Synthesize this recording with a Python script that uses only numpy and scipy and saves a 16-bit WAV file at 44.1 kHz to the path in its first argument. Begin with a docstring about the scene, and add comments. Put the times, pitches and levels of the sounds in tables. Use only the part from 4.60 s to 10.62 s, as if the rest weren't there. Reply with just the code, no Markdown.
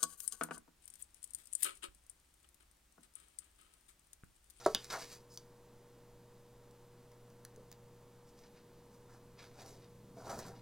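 """First comes a sharp knock and click, close up: a small circuit board rocks on a desk mat as hands
push jumper wires onto its header pins. Plastic plugs snap against the pins, the board sticks and slips
over the mat, and fingers rustle along the wires, with a lull midway and more handling near the end.
One close microphone hears it all in a small room, over soft air and a faint mains hum."""
import sys
import numpy as np
from scipy import signal
from scipy.fft import rfft, irfft, next_fast_len
from scipy.io import wavfile
from scipy.ndimage import uniform_filter1d

SR = 44100
rng = np.random.default_rng(int(sys.argv[2]) if len(sys.argv) > 2 else 0)


def output_pcm(signal):
    """Save a mono or channel-first signal as 16-bit PCM at the path in sys.argv[1].

    Samples are clipped to [-1, 1] before scaling.
    """
    pcm = np.clip(np.atleast_2d(signal).T, -1, 1) * 32767
    wavfile.write(sys.argv[1], SR, np.round(pcm).astype(np.int16))


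N = 265349
TIME = np.arange(N) / SR

# The board rocking onto the desk. Each row: start in seconds, peak in dB, contact time in ms.
BOARD_KNOCKS = [(0.0614, -14, 0.45), (.0644, -14.5, 0.88), (.1495, -35.5, 0.22), (5.571, -54, 3.1)]
# Modes of the board on the desk. Each row: frequency in Hz, level in dB, time to fall 60 dB in seconds.
BOARD_MODES = [(391, -8.5, 0.17), (440, -4.5, 0.18), (579, -4, 0.068), (635, 9, .014), (786, -15, .12),
               (940, -13.5, .1), (1120, -0.5, .065), (1281, -21, .1), (1510, -23, .17), (1750, -5, 0.016)]
# Plugs meeting pins. Each row: start in seconds, peak in dB, ring in Hz, ring over snap in dB,
# rebound delay in ms, housing resonance in Hz, housing over snap in dB.
PLUG_CLICKS = [(0.051, -38.5, 4150, 5, .9, 3800, 4), (0.0628, -29, 7000, -2.5, 1.2, 5100, -10),
               (.1478, -15.5, 3690, 0.5, 0.715, 3000, -9.5), (0.1488, -31.5, 2080, 5, 2.2, 1510, -3),
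               (0.2447, -35.5, 5300, 5, .6, 4600, -14), (0.7745, -35, 4650, 5, .76, 5670, -18),
               (2.11, -57, 5800, -3, 1, 4000, -14), (2.517, -53.5, 4500, -4, 1.6, 2000, -8),
               (2.701, -57, 5500, -9, 1, 4000, -16), (2.85, -37.5, 6300, -10, 1.5, 1860, -17),
               (2.9613, -49, 6460, -5.5, 0.68, 5050, -12), (3.1158, -41, 5400, -10, .65, 2600, -17),
               (3.1263, -44, 6560, -11, 0.7, 2000, -22), (5.019, -51, 6200, -3, 1.1, 4000, -10),
               (5.061, -48.5, 6600, -14, 2.5, 2970, -18), (5.244, -55, 3700, 6, 1.2, 2500, -12),
               (5.79, -35, 5640, -15, 3, 1730, -6)]
# The dry snap of plug plastic. Each row: frequency in Hz, gain in dB.
SNAP_SPECTRUM = [(200, -8), (900, -2.5), (1700, 1.5), (2600, -14.5), (4500, 3), (6300, 3), (8200, -9.5),
                 (10500, -2.5), (13200, -13), (15500, -2.5)]
# The board sliding on the mat. 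Each row: peak time in seconds, level in dB, rise and fall in seconds,
# centre of the scrape at the peak in Hz.
BOARD_SLIDES = [(.015, -54.5, .02, .08, 800), (.344, -37, 0.033, 0.046, 1250),
                (.38, -47.5, .025, 0.073, 500), (.54, -71, .06, .07, 1580), (4.53, -66.5, 0.093, .13, 1150),
                (4.8, -77, .04, .08, 2000), (5.01, -56.5, .1, 0.29, 610), (5.571, -49.5, 0.0077, .08, 472),
                (5.607, -53.5, .04, 0.28, 720), (5.715, -43.5, 0.079, .13, 790),
                (5.795, -54.5, .03, .04, 950), (5.858, -51.5, .025, .14, 870)]
# The scrape of the board's feet. Each row: frequency in Hz, gain in dB.
SCRAPE_SPECTRUM = [(100, -56), (280, 7), (420, 3.5), (700, -1), (1000, -6), (1500, -1.5), (2200, -11),
                   (3000, -21), (6000, -42)]
# Resonances of the dragged board. Each row: centre in Hz, width in Hz, boost in dB.
SCRAPE_RESONANCES = [(391, 30, 5), (479, 19, 9), (677, 115, 6.5), (790, 45, 7.5), (976, 75, 8.5),
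                     (1127, 43, 4.5), (1356, 70, 5), (1570, 70, 4.5)]
# Fingers rubbing wire or plug. Each row: peak time in seconds, level in dB, rise and fall in seconds,
# treble tilt in dB.
FINGER_RUBS = [(.005, -59, .02, .08, -8), (.068, -52, 0.046, 0.068, -8), (.105, -58.5, .03, 0.069, 4),
               (.26, -59, .45, .17, -6), (.304, -44, .006, .07, -12.5), (0.327, -46, 0.031, 0.12, -5.5),
               (.42, -49, .09, 0.092, -7), (.535, -55, .1, 0.077, -4), (.745, -70, .06, 0.094, 18),
               (3.696, -76.5, .05, .04, 9), (3.79, -68.5, .03, .12, -5), (3.845, -68.5, 0.048, 0.065, -19),
               (3.97, -71.5, .04, .09, -22), (4.19, -79, .1, .06, -18), (4.346, -74.5, 0.055, .06, 3),
               (4.54, -71, 0.073, .09, -1), (4.793, -64, 0.023, .12, -25), (4.828, -61.5, .035, .11, -14.5),
               (5.02, -59, 0.087, 0.053, -8), (5.08, -61, 0.047, .14, 0), (5.245, -72.5, 0.19, .06, -19),
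               (5.59, -66.5, 0.048, 0.34, -5), (5.708, -54, 0.088, 0.16, -2.5),
               (5.793, -54, .025, 0.043, 4), (5.825, -58, .025, .08, -17), (5.872, -60, 0.055, 0.082, -3),
               (5.965, -70, 0.043, .09, -23)]
# Skin on insulation. Each row: frequency in Hz, gain in dB.
RUB_SPECTRUM = [(700, -8.5), (1500, -8), (2200, -6), (3000, -11), (3900, -7), (4700, -3.5), (6200, -2),
                (7500, -6.5), (10500, -11.5), (13500, -15.5), (16000, -17.5)]
# Resonances of the rubbed plugs. Each row: centre in Hz, width in Hz, boost in dB.
PLUG_RESONANCES = [(3870, 150, 5.5), (4730, 300, 3.5), (5800, 440, 2), (8950, 400, 1)]
# Fingers pressing the board. Each row: peak time in seconds, level in dB, rise and fall in seconds.
FINGER_PRESSES = [(.064, -50, .004, 0.064), (.152, -50, .012, 0.047), (3, -70.5, .2, 0.72),
                  (5.6, -61.5, 2.8, 1.2), (5.79, -53.5, 0.13, 0.23)]
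# The desk's rumble under the fingers. Each row: frequency in Hz, gain in dB.
RUMBLE_SPECTRUM = [(25, -5.5), (70, -6.5), (130, -4), (195, 1), (300, -8.5), (500, -10.5), (1000, -43)]
# The air of the room. Each row: frequency in Hz, gain in dB.
AIR_SPECTRUM = [(20, 7), (42, -8), (54, 5.5), (64, -5.5), (82, -10), (110, -6), (170, 1), (260, -3.5),
                (310, -5), (400, -5), (520, -10), (580, -3.5), (690, -12), (930, -7), (1250, -14.5),
                (2400, -22), (7000, -26.5), (15500, -34.5)]
# The wavering of the lowest hum line. Each row: time in seconds, rms level in dB.
LOW_HUM_LEVELS = [(0, -66.5), (1, -67.5), (3.1, -64), (3.6, -65), (3.8, -81), (4, -70), (4.9, -64.5),
                  (5.6, -63.5), (5.9, -58.5)]
# The steady upper hum lines. Each row: frequency in Hz, rms level in dB.
UPPER_HUM_LINES = [(240, -86), (360, -78), (480.1, -65.5)]
# How far the left channel trails the right. 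Each row: frequency in Hz, phase lag in radians.
LEFT_LAG = [(2700, 0), (5500, .88), (8300, 1.09), (15400, 2.03)]


def board_knocks():
    """Each blow on the desk rings the board; a longer contact weakens the high modes."""
    out, t = np.zeros(N), TIME[:SR // 4]
    for start, db, contact_ms in BOARD_KNOCKS:
        ring = 0
        for hz, mode_db, t60 in BOARD_MODES:
            strength = undb(mode_db) / (1 + (hz * contact_ms / 1e3) ** 2)
            ring += strength * np.cos(2 * np.pi * hz * t) * fade(t, t60)
        ring = band(ring, order=3, hz=300, kind="high")  # so small a board radiates little bass
        ring = band(ring, order=5, hz=1500, kind="low")  # the mat softens the treble
        add(out, start, undb(db) * ring / np.abs(ring).max())
    return out


def plug_clicks(snap_t60=.0044, ring_t60=.0053, housing_t60=.1, rebound_db=-2, overtone_db=-1.5):
    """A plug snaps against a pin, rings briefly and rebounds once; its housing rings on a little."""
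    out, t = np.zeros(N), TIME[:SR // 8]
    for start, db, hz, ring_db, rebound_ms, housing_hz, housing_db in PLUG_CLICKS:
        phase = 2 * np.pi * hz * t
        ring = (np.sin(phase) + undb(overtone_db) * np.sin(1.273 * phase)) * fade(t, ring_t60)
        ring = band(ring, order=2, hz=hz / 2, kind="high")
        for delay, push in ((0, 1), (rebound_ms / 1e3, -undb(rebound_db))):
            snap = colour(rng.standard_normal(len(t)) * fade(t, snap_t60), SNAP_SPECTRUM)
            housing = rng.standard_normal(len(t)) * fade(t, housing_t60)
            housing = band(housing, order=2, hz=[.9 * housing_hz, 1.1 * housing_hz], kind="band")
            click = unit(snap) + undb(ring_db) * unit(ring) + undb(housing_db) * unit(housing)
            add(out, start + delay, push * undb(db) * click / np.abs(click).max())
    return out


def board_scrape(spread_octaves=.8, sink_octaves_per_s=2.7):
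    """The board's feet stick and slip on the mat; each slide slows as it goes, so its scrape sinks."""
    scrape = colour(slips(per_s=3800, spread_db=2), SCRAPE_SPECTRUM, SCRAPE_RESONANCES)
    glides = [hz * 2 ** np.clip(sink_octaves_per_s * (peak_s - TIME), -1, 1)
              for peak_s, *_, hz in BOARD_SLIDES]
    gain, centre_hz = gesture(BOARD_SLIDES, glides)
    out, power = 0, 0
    for edge_hz in 177 * 2 ** (np.arange(9) / 2):  # half-octave bands
        bandpass = signal.butter(2, [edge_hz, edge_hz * np.sqrt(2)], "band", fs=SR, output="sos")
        part = signal.sosfiltfilt(bandpass, scrape)
        octaves_away = np.log2(edge_hz * 2 ** .25 / centre_hz)
        weight = np.exp(-.5 * (octaves_away / spread_octaves) ** 2)
        out += weight * part
        power += weight ** 2 * np.var(part)
    return moving_contact(out / np.sqrt(power)) * gain


def finger_rubs(split_hz=4000, flicker_db=.63):
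    """Skin slides over insulation with a fine grain; each rub has its own brightness."""
    grain = moving_contact(colour(slips(per_s=4400, spread_db=0), RUB_SPECTRUM, PLUG_RESONANCES))
    gain, tilt_db = gesture(FINGER_RUBS, [row[4] for row in FINGER_RUBS])
    low = signal.sosfiltfilt(signal.butter(2, split_hz, fs=SR, output="sos"), grain)
    tilt = undb(tilt_db / 2)
    return (low / tilt + (grain - low) * tilt) * undb(flicker_db * wander(per_s=97)) * gain


def fingertip_judder(hz=480, wobble=.091):
    """A fingertip sticks and slips unevenly, briefly driving one low mode of the board."""
    cycles = np.cumsum(hz * (1 + wobble * wander(per_s=300))) / SR
    return np.sqrt(2) * np.sin(2 * np.pi * cycles) * stroke(2.978, db=-52, rise_s=.005, fall_s=.045)


def pin_squeak(hz=5200, width_hz=160):
    """A plug tip slides along a pin, metal on metal, in one narrow resonance."""
    friction = slips(per_s=2100, spread_db=2)
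    squeak = band(friction, order=2, hz=[hz - width_hz / 2, hz + width_hz / 2], kind="band")
    return unit(squeak) * stroke(.718, db=-68, rise_s=.025, fall_s=.085)


def desk_rumble(flicker_db=1.5):
    """Pressing fingers make the desk rumble faintly."""
    rumble = unit(colour(rng.standard_normal(N), RUMBLE_SPECTRUM))
    pressure = sum(stroke(*row) for row in FINGER_PRESSES)
    return rumble * pressure * undb(flicker_db * wander(per_s=24))


def room_air(rms_db=-63.5):
    """Steady, mostly low air noise all around the microphone."""
    return unit(colour(rng.standard_normal(N), AIR_SPECTRUM)) * undb(rms_db)


def mains_hum(low_hz=120):
    """Faint mains hum in the room: the lowest line wavers in level, the upper ones hold steady."""
    lines = [(low_hz, np.interp(TIME, *np.transpose(LOW_HUM_LEVELS)))] + UPPER_HUM_LINES
    return sum(np.sqrt(2) * undb(db) * np.sin(2 * np.pi * (hz * TIME + rng.random())) for hz, db in lines)


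def room(x, wet_db, low_t60=.19, high_t60=.065, gap_s=.0024):
    """The direct sound, then diffuse reflections of a small room; their treble is weak and dies first."""
    t = TIME[:SR // 2]
    noise = rng.standard_normal(len(t))
    low = band(noise, order=1, hz=2500, kind="low")
    tail = (low * fade(t, low_t60) + (noise - low) * fade(t, high_t60)) * (t > gap_s)
    tail = band(tail / np.linalg.norm(tail), order=1, hz=8040, kind="low")
    return x + undb(wet_db) * signal.fftconvolve(x, tail)[:N]


def slips(per_s, spread_db):
    """Friction: a dense stream of tiny slips of uneven size."""
    impulses = (rng.random(N) < per_s / SR) * rng.standard_normal(N)
    return impulses * undb(spread_db * np.clip(rng.standard_normal(N), -2, 2))


def moving_contact(x, ripple_db=1.7):
    """The contact point keeps moving, so small resonances come and go."""
    _, _, cells = signal.stft(x, nperseg=512)
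    ripple = uniform_filter1d(rng.standard_normal(cells.shape), size=3, axis=0)
    ripple = uniform_filter1d(ripple, size=5, axis=1)
    _, rippled = signal.istft(cells * undb(ripple_db * unit(ripple)))
    return unit(rippled[:N])


def stroke(peak_s, db, rise_s, fall_s):
    """Gain of one hand movement: it grows tenfold in rise_s to its peak, then sinks tenfold in fall_s."""
    rise = (np.maximum(peak_s - TIME, 0) / rise_s) ** 1.37  # rounded: a hand speeds up smoothly
    decades_down = np.maximum(rise, (TIME - peak_s) / fall_s)
    return undb(db - 20 * np.minimum(decades_down, 10))


def gesture(rows, values):
    """Joint gain of overlapping movements, and a blend of their values that favours the strongest."""
    powers = [stroke(*row[:4]) ** 2 for row in rows]
    total = sum(powers)
    return np.sqrt(total), sum(power * value for power, value in zip(powers, values)) / total


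def wander(per_s):
    """Smooth random drift with a spread near 1."""
    hold = int(SR / per_s)
    return uniform_filter1d(np.repeat(rng.standard_normal(N // hold + 1), hold), hold)[:N]


def colour(x, points, resonances=()):
    """Causal filter through (Hz, dB) points, with optional (Hz, width, dB) resonances on top."""
    size = next_fast_len(len(x) + len(x) % 2, True) * 2
    freqs = np.maximum(np.fft.rfftfreq(size, 1 / SR), 1)
    hz, db = np.transpose(points)
    curve_db = np.interp(np.log(freqs), np.log(hz), db)
    curve_db += sum(boost / (1 + (2 * (freqs - mid) / width) ** 2) for mid, width, boost in resonances)
    cepstrum = irfft(np.log(undb(curve_db)))
    cepstrum[1:size // 2] *= 2  # fold to minimum phase
    cepstrum[size // 2 + 1:] = 0
    return irfft(rfft(x, size) * np.exp(rfft(cepstrum)))[:len(x)]


def band(x, order, hz, kind):
    """Butterworth filter."""
    return signal.sosfilt(signal.butter(order, hz, kind, fs=SR, output="sos"), x)


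def fade(t, t60):
    """Exponential decay of 60 dB in t60 seconds."""
    return np.exp(-np.log(1000) * t / t60)


def add(track, start_s, sound):
    """Mix a sound in at start_s."""
    i = max(int(start_s * SR), 0)
    track[i:i + len(sound)] += sound[:N - i]


def undb(db):
    """Decibels to gain."""
    return 10 ** (np.asarray(db) / 20)


def unit(x):
    """Scale to rms 1."""
    return x / np.sqrt(np.mean(x ** 2))


def scene():
    """The desk from close by, the room behind it; the left channel's treble trails very slightly."""
    friction = board_scrape() + finger_rubs() + pin_squeak() + fingertip_judder()
    handling = room(board_knocks(), wet_db=-14) + room(plug_clicks(), wet_db=-10)
    handling += room(friction, wet_db=-12)
    mono = handling + desk_rumble() + room_air() + mains_hum()
    lag = np.interp(np.fft.rfftfreq(N, 1 / SR), *np.transpose(LEFT_LAG))
    left = irfft(rfft(mono) * np.exp(-1j * lag), N)
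    return np.array([left, mono])


def record(dry, hiss_db=-84, top_hz=15850):
    """Each channel adds faint hiss; a gentle treble lift brightens the sound; the band ends steeply."""
    noisy = dry + undb(hiss_db) * rng.standard_normal(dry.shape)
    bright = np.array([colour(x, [(2000, 0), (6000, 1.96), (10000, 4.0), (16000, 6.5)]) for x in noisy])
    return signal.sosfilt(signal.ellip(10, .2, 70, top_hz, fs=SR, output="sos"), bright)


dry = scene()
out = record(dry)
output_pcm(out)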